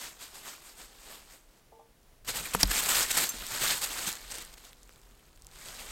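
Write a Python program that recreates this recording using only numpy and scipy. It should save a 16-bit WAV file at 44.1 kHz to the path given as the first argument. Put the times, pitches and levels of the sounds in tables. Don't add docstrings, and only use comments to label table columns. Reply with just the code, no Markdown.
import sys
import numpy as np
from scipy import signal
from scipy.io import wavfile
from scipy.ndimage import uniform_filter1d

SR = 44100
rng = np.random.default_rng(int(sys.argv[2]) if len(sys.argv) > 2 else 0)


def unload_audio(sound):
    columns = np.transpose(np.atleast_2d(sound))
    steps = np.round(np.clip(columns, -1, 1) * 32767)
    wavfile.write(sys.argv[1], SR, steps.astype(np.int16))


def invert_db(x):
    u = np.asarray(x, float) / 20
    return 10 ** u


N = 260631
NEAR_S = 2.247


def evened(x):
    return x / np.sqrt(np.mean(x ** 2) + 1e-20)


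def add(mix, s, sound):
    part = mix[round(s * SR):][:len(sound)]
    part += sound[:len(part)]


def coloured(x, points, undo=0):
    hz = np.abs(np.fft.fftfreq(4096, 1 / SR))
    f, db = np.transpose(points)
    log_gain = np.log(invert_db(np.interp(np.log(hz + 1), np.log(f), db))) - undo
    taps = np.fft.ifft(np.exp(np.conj(signal.hilbert(log_gain)))).real
    return signal.oaconvolve(x, taps[:2048])[:N]


def band(x, lo_hz, hi_hz, order=2):
    return signal.sosfilt(signal.butter(order, [lo_hz, hi_hz], "band", fs=SR, output="sos"), x)


def drift(seconds):
    width = max(round(seconds * SR), 2)
    return evened(uniform_filter1d(uniform_filter1d(rng.standard_normal(N), width), width))


def ring(hz, db, t60):
    t = np.arange(round(t60 * SR)) / SR
    return invert_db(db - 60 * t / t60) * np.sin(2 * np.pi * hz * t)


# [Hz, dB].
AIR_SPECTRUM = [(60, -32.5), (110, -13), (240, -10.5), (450, -12), (1200, -19), (2900, -22.5), (5900, -25),
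                (16000, -28)]
# [s, dB].
GUSTS = [(0.0, -61), (0.57, -63), (0.73, -59), (1.23, -56.5), (1.45, -70), (2.05, -61), (2.33, -44),
         (2.85, -44), (3.07, -45), (3.29, -57), (3.4, -41), (3.49, -52), (4.09, -50), (4.2, -55),
         (5.11, -55.5), (5.44, -49.5), (5.7, -52), (5.91, -51)]


def air():
    air_db, rumble_db = -65.5, -62.5
    s, db = np.transpose(GUSTS)
    gusts = np.hypot(invert_db(np.interp(np.arange(N) / SR, s, db)), invert_db(rumble_db))
    wind = evened(band(rng.standard_normal(N), 17.8, 47.8, order=3))
    wind += 0.28 * evened(band(rng.standard_normal(N), 50, 150))
    wind *= gusts * invert_db(1.5 * drift(.06) - 5)
    wash = evened(coloured(rng.standard_normal(N), AIR_SPECTRUM))
    return wind + invert_db(air_db + 0.54 * drift(.1)) * wash


# [s, Hz, dB].
COO_LINE = [
    (4.5, 490, -84),
    (4.62, 495, -73),
    (4.73, 495, -70),
    (4.82, 490, -77),
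    (4.87, 410, -80),
    (4.95, 405, -74),
    (5.1, 405, -73),
    (5.25, 400, -84),
]


def coo():
    s, hz, db = np.transpose(COO_LINE)
    t = np.arange(N) / SR
    pitch = np.interp(t, s, hz) * (1 + .012 * drift(.03))
    level = invert_db(np.interp(t, s, db, -140, -140) + 3.7 * drift(0.022))
    return level * np.sin(2 * np.pi * np.cumsum(pitch) / SR)


# [Hz, dB, dB, s].
HOLLOW_MODES = [(458, -3, -20, .7), (350, -12, -8, .08), (620, -11, -1, .09), (685, -3, -6, .12),
                (805, -5, 0, .15), (885, -1, -2, .26), (1023, -17, -9, .12), (1170, -17, -10, .14)]
# [s, dB].
HOLLOW_BLOWS = [
    (1.7205, -53.5),
    (1.788, -54),
]


def hollow():
    damped_s, damping_db_per_s = 1.86, 160
    out, t = np.zeros(N), np.arange(6000) / SR
    for blow, (s, db) in enumerate(HOLLOW_BLOWS):
        rise_s = .008 if blow else .001
        for hz, *mode_db, t60 in HOLLOW_MODES:
            sound = ring(hz, db + mode_db[blow], t60 * 1.25)
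            attack = np.minimum(np.arange(len(sound)) / SR / rise_s, 1)
            add(out, s + rng.uniform(0, 0.00394), sound * attack)
    echoes = rng.standard_normal(len(t)) * (rng.random(len(t)) < .02) * invert_db(-60 * t / .25)
    out += invert_db(-6) * signal.oaconvolve(out, echoes / np.linalg.norm(echoes))[:N]
    damping_db = damping_db_per_s * np.maximum(np.arange(N) / SR - damped_s, 0)
    return out * invert_db(2.2 * drift(.006) - damping_db)


# [s, dB, Hz, s, s].
STAND_CRACKS = [(2.5487, -14, 930, 0.001, 0.0093), (2.549, -21, 1460, 0.00047, 0.0038),
                (2.549, -18.5, 9800, 0.0007, 0.011), (2.549, -25, 3510, 0.00088, .008),
                (2.549, -32, 5630, 0.00088, .008), (2.55, -25.5, 477, 0.00093, 0.025),
                (4.8925, -55, 460, 0.0011, 0.022), (2.6297, -11, 11000, 0.00044, 0.02),
                (2.6307, -7.5, 5570, 0.0011, .012), (2.6309, -8, 4000, 0.0011, 0.0076),
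                (2.631, -12, 3180, 0.00081, 0.0095), (2.631, -19, 880, 0.00064, 0.024),
                (2.631, -28.5, 550, 0.00053, 0.038), (2.631, -19.5, 1840, .001, 0.018),
                (2.635, -17, 4700, .0008, 0.01), (2.652, -33.5, 4850, .003, .03),
                (2.653, -32, 3980, 0.0038, .03), (2.452, -31, 2385, 0.0047, 0.072),
                (2.673, -28, 13000, 0.00073, 0.022)]
# [s, dB, Hz, s].
BODY_THUDS = [(2.549, -23.5, 225, .04), (2.55, -33, 190, 0.2), (2.631, -32.5, 194, .19),
              (2.6335, -22.5, 95, .05), (2.6415, -33, 65, 0.1), (2.697, -30, 75, .05), (2.4, -45, 170, .2),
              (3.34, -46, 230, .08), (3.52, -44, 110, .1), (2.631, -26, 290, 0.062),
              (4.075, -34.5, 200, .05), (4.078, -42, 323, 0.043), (3.62, -44.5, 132, 0.12),
              (5.68, -54, 135, .15)]


def knocks():
    out, t = np.zeros(N), np.arange(1024) / SR
    for (s, db, hz, rise, t60), noise in zip(STAND_CRACKS, rng.standard_normal((len(STAND_CRACKS), 1024))):
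        tone = np.sin(2 * np.pi * hz * t) + 0.68 * evened(band(noise, hz * 0.67, hz * 1.3))
        crack = tone * np.minimum(t / rise, 1) * invert_db(-60 * np.maximum(t - rise, 0) / t60)
        add(out, s, invert_db(db) * crack / abs(crack).max())
    for s, db, hz, t60 in BODY_THUDS:
        add(out, s, ring(hz, db, t60))
    return out + sway()


def sway():
    peak_s, caught_s, sway_db, sway_hz = 2.6525, 2.708, -25.5, 43.5
    t = np.arange(N) / SR - peak_s
    swing_db = sway_db - 60 * abs(t) / np.where(t < 0, .12, .4)
    swing_db -= 9 * np.clip((t + peak_s - caught_s) / 0.0054, 0, 1)
    onset = np.clip((t + .5 / sway_hz) / 0.0025, 0, 1)
    return invert_db(swing_db) * np.sin(2 * np.pi * sway_hz * t) * onset


# [Hz, dB, s].
TAG_MODES = [(6250, -2, 0.11), (6500, -11, 0.091), (7530, 1, 0.086), (9270, -13, 0.08), (9560, -5, 0.043),
             (13360, -5, 0.068), (13720, -2, 0.043)]
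# [s, dB, dB, dB, dB].
TAG_CLINKS = [
    (2.247, -52, -20, -20, 0),
    (2.456, -40, -12, -20, 2),
    (2.778, -28, -15, 0, -20),
    (3.2909, -28, 0, 0, 0),
    (4.066, -37, 3, -10, -15),
]


def tags():
    out = np.zeros(N)
    for s, db, low_db, mid_db, high_db in TAG_CLINKS:
        for hz, mode_db, t60 in TAG_MODES:
            favour_db = low_db if hz < 7000 else mid_db if hz < 8000 else high_db
            add(out, s, ring(hz, db + mode_db + favour_db, t60))
    return out


# [s, dB, Hz].
PAW_SNAPS = [(2.0308, -46, 5570), (2.4975, -33, 8100), (2.739, -19, 3200), (2.8378, -12, 7400),
             (2.86, -13, 3900), (3.3543, -30, 2800), (3.4666, -18, 7640), (3.78, -16, 8400),
             (4.1174, -19, 7600), (4.128, -17.5, 7060), (4.1542, -21.5, 6850), (4.3142, -24, 8300),
             (4.3216, -22.5, 8200), (4.3282, -30, 8440), (4.3428, -22, 8100), (4.3535, -22, 8100),
             (4.384, -22, 7740), (4.4229, -26, 7900), (4.4501, -28, 8500)]
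# [s, dB, Hz].
SPRING_TICKS = [(4.495, -43, 2300), (4.54, -32.5, 5000), (4.58, -41, 7800), (4.652, -31, 6700),
                (4.731, -32.5, 3400), (4.8315, -35, 7800), (4.8932, -32.5, 1590), (4.925, -41, 5000),
                (4.936, -42, 7200), (4.96, -38, 3600), (5.0163, -41, 7800), (5.111, -45, 3480),
                (5.1522, -45, 6700), (5.3614, -44.5, 7800), (5.375, -42, 2830), (5.4215, -32.5, 8200),
                (5.447, -37, 5200), (5.4684, -28, 7400), (5.4893, -45, 5000), (5.514, -37, 4000),
                (5.61, -37, 8000), (5.686, -21, 3270)]


def snaps():
    snap_top_db, tick_top_db = -3, -7
    out, t = np.zeros(N), np.arange(256) / SR
    rows = [(*row, snap_top_db) for row in PAW_SNAPS] + [(*row, tick_top_db) for row in SPRING_TICKS]
    for (s, db, hz, top_db), tick in zip(rows, rng.standard_normal((len(rows), 256))):
        tick = tick * invert_db(-60 * t / 0.002)
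        burst = evened(band(tick, hz * 0.5, 10500)) + invert_db(top_db) * evened(band(tick, 6600, 16000))
        burst = burst / abs(burst).max() + .55 * np.sin(2 * np.pi * hz * t) * invert_db(-60 * t / 0.006)
        add(out, s, invert_db(db - 4.5) * burst / abs(burst).max())
    return out


# [s, dB].
CREEP = [(0.0, -52), (0.2, -59), (0.45, -52.5), (0.65, -65), (1.15, -53.5), (1.45, -70.5), (2.247, -53.5),
         (2.34, -44), (2.96, -43.5), (3.12, -50), (3.3, -43.5), (3.62, -42), (3.85, -47), (4.08, -36.5),
         (4.24, -61.5), (4.75, -64.5), (5.4, -68), (5.91, -46)]
# [s, dB, s].
FAR_STEPS = [
    (0.039, -41.5, 0.05),
    (0.219, -45, 0.014),
    (0.355, -48.5, 0.014),
    (0.472, -43, 0.022),
    (0.53, -52, 0.021),
    (0.685, -52, 0.065),
    (0.808, -49, 0.029),
    (1.034, -62, 0.064),
    (1.128, -49.5, 0.06),
    (1.327, -54.5, 0.038),
]
# [s, dB, s, s].
PAW_SCRAMBLE = [(2.29, -31, 0.0091, 0.018), (2.368, -33.5, 0.02, 0.038), (2.454, -42.5, 0.013, 0.035),
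                (2.539, -32, 0.0031, 0.017), (2.609, -30.5, 0.01, 0.02), (2.715, -24, 0.0053, 0.0055),
                (2.78, -28.5, 0.051, 0.035), (2.837, -32, 0.012, 0.009), (2.859, -31, 0.011, 0.027),
                (2.89, -26.5, 0.004, 0.084), (2.949, -29, 0.003, 0.052), (3.023, -29.5, 0.068, 0.025),
                (3.113, -27, 0.011, 0.0051), (3.176, -24, 0.0073, 0.015), (3.225, -28.5, 0.091, 0.032),
                (3.392, -47.5, 0.008, 0.013), (3.559, -36, 0.052, 0.032), (3.617, -35, 0.0085, 0.009),
                (3.642, -28.5, 0.026, 0.071), (3.708, -30, 0.0094, 0.033), (3.781, -41, 0.11, 0.013),
                (3.821, -33, 0.007, 0.046), (3.845, -29, 0.011, 0.004), (3.912, -40, 0.026, 0.11),
                (3.984, -37.5, 0.012, 0.037), (4.076, -31.5, 0.0068, 0.021)]
# [s, dB, s, s].
BODY_SETTLING = [(4.171, -48, 0.048, 0.0037), (4.251, -50, 0.094, 0.13), (4.322, -40.5, 0.017, 0.006),
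                 (4.341, -43, 0.008, 0.083), (4.385, -40.5, 0.0024, 0.006), (4.423, -46.5, 0.028, 0.0055),
                 (4.54, -52, 0.016, 0.0054), (4.577, -50.5, 0.004, 0.0075), (4.653, -54, 0.054, 0.046),
                 (5.547, -54, 0.022, 0.074), (5.624, -50, 0.035, 0.039), (5.663, -46.5, 0.011, 0.083),
                 (5.752, -49, 0.003, 0.006), (5.799, -45.5, 0.039, 0.038)]


def stirring(t):
    still_s, step_fall_s = 1.6, 0.044

    def bands(db, peak_db, top_db, heavy_db=0):
        body_db = -11 + heavy_db - 0.2159 * (peak_db + 40)
        return invert_db(np.array([db + body_db, db - 1.5, db + 0.38 * top_db + 2.0, db + top_db])) ** 2

    bed_db = np.interp(t, *np.transpose(CREEP))
    power = bands(bed_db, bed_db, -9.5, heavy_db=1)
    steps = [(*row, step_fall_s) for row in FAR_STEPS]
    for rows, top_db in (steps, -7.5), (PAW_SCRAMBLE, -6.5), (BODY_SETTLING, -9.5):
        for s, db, rise, fall in rows:
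            away = np.where(t < s, (s - t) / max(rise, .002), (t - s) / max(fall, .002))
            power += bands(db - 6 * away ** 1.5, db, top_db)
    return np.sqrt(power) * ((t < still_s) | (t >= NEAR_S))


def crack_shapes():
    u = np.arange(160) / SR
    hz = np.geomspace(500, 15000, 32)[:, None]
    ticks = .5 * rng.standard_normal((32, 160)) * invert_db(-60 * u / .002)
    return ticks + np.sin(2 * np.pi * hz * u) * invert_db(-60 * u * np.sqrt(hz) / .25)


def leaf_patches(count):
    patches = uniform_filter1d(rng.standard_normal((count, 32)), 50, axis=0)
    patches = uniform_filter1d(patches, size=3, axis=1)
    patches = invert_db(1.8 * evened(patches))
    return patches / np.sqrt((patches ** 2).mean(1, keepdims=True))


# [Hz, dB].
LEAF_SPECTRUM = [(60, -13.5), (200, -5.5), (400, -4), (800, -2.5), (1400, -3), (2500, -5), (4700, -5),
                 (6000, -9), (8000, 0.5), (8900, -7), (10100, -11), (12800, 1.5), (15000, -9), (16000, -10)]


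def leaves():
    t = np.arange(N) / SR
    near, coarse = t >= NEAR_S, t[::32]
    cracks_per_s = np.where(near, 14000, 16000)
    spread_db, clump_db = np.where(near, 2.3, 1.5), np.where(near, 1.0, .8)
    busy_db, fewest = -54, .06
    shapes, levels = crack_shapes(), stirring(coarse)

    share = np.where(near, np.clip(np.interp(t, coarse, levels[1]) / invert_db(busy_db), fewest, 1), 1)
    hit = rng.random(N) < share * cracks_per_s / SR
    size = hit / np.sqrt(share) * invert_db(spread_db * np.minimum(rng.exponential(1, N), 4.5))
    size *= rng.choice([-1, 1], N)
    kind = rng.integers(0, len(shapes), N)
    size *= leaf_patches(len(coarse))[np.arange(N) // 32, kind]

    crackle = sum(signal.oaconvolve(size * (kind == k), shape)[:N] for k, shape in enumerate(shapes))
    crackle /= np.where(near, np.std(crackle[near]), np.std(crackle[~near]))
    crackle *= invert_db(clump_db * drift(.004))
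    uneven = np.log((abs(np.fft.fft(shapes, 4096)) ** 2).mean(0)) / 2
    crackle = coloured(crackle, LEAF_SPECTRUM, uneven)
    edges = [(50, 1300), (1300, 6500), (6500, 9500), (9500, 17000)]
    parts = [evened(band(crackle, *pair, order=3)) for pair in edges]
    return sum(part * np.interp(t, coarse, level) for part, level in zip(parts, levels))


def scene():
    return (air() + coo() + hollow() + knocks() + tags() + snaps() + leaves())[None]


def roll_off(x):
    return signal.sosfilt(signal.butter(12, 16670, fs=SR, output="sos"), x)


def record(dry):
    low_pass = signal.firwin(511, 16000, window=("kaiser", 9), fs=SR)
    mix = signal.oaconvolve(dry, low_pass[None], "same")
    return roll_off(mix)


dry = scene()
out = record(dry)
unload_audio(out)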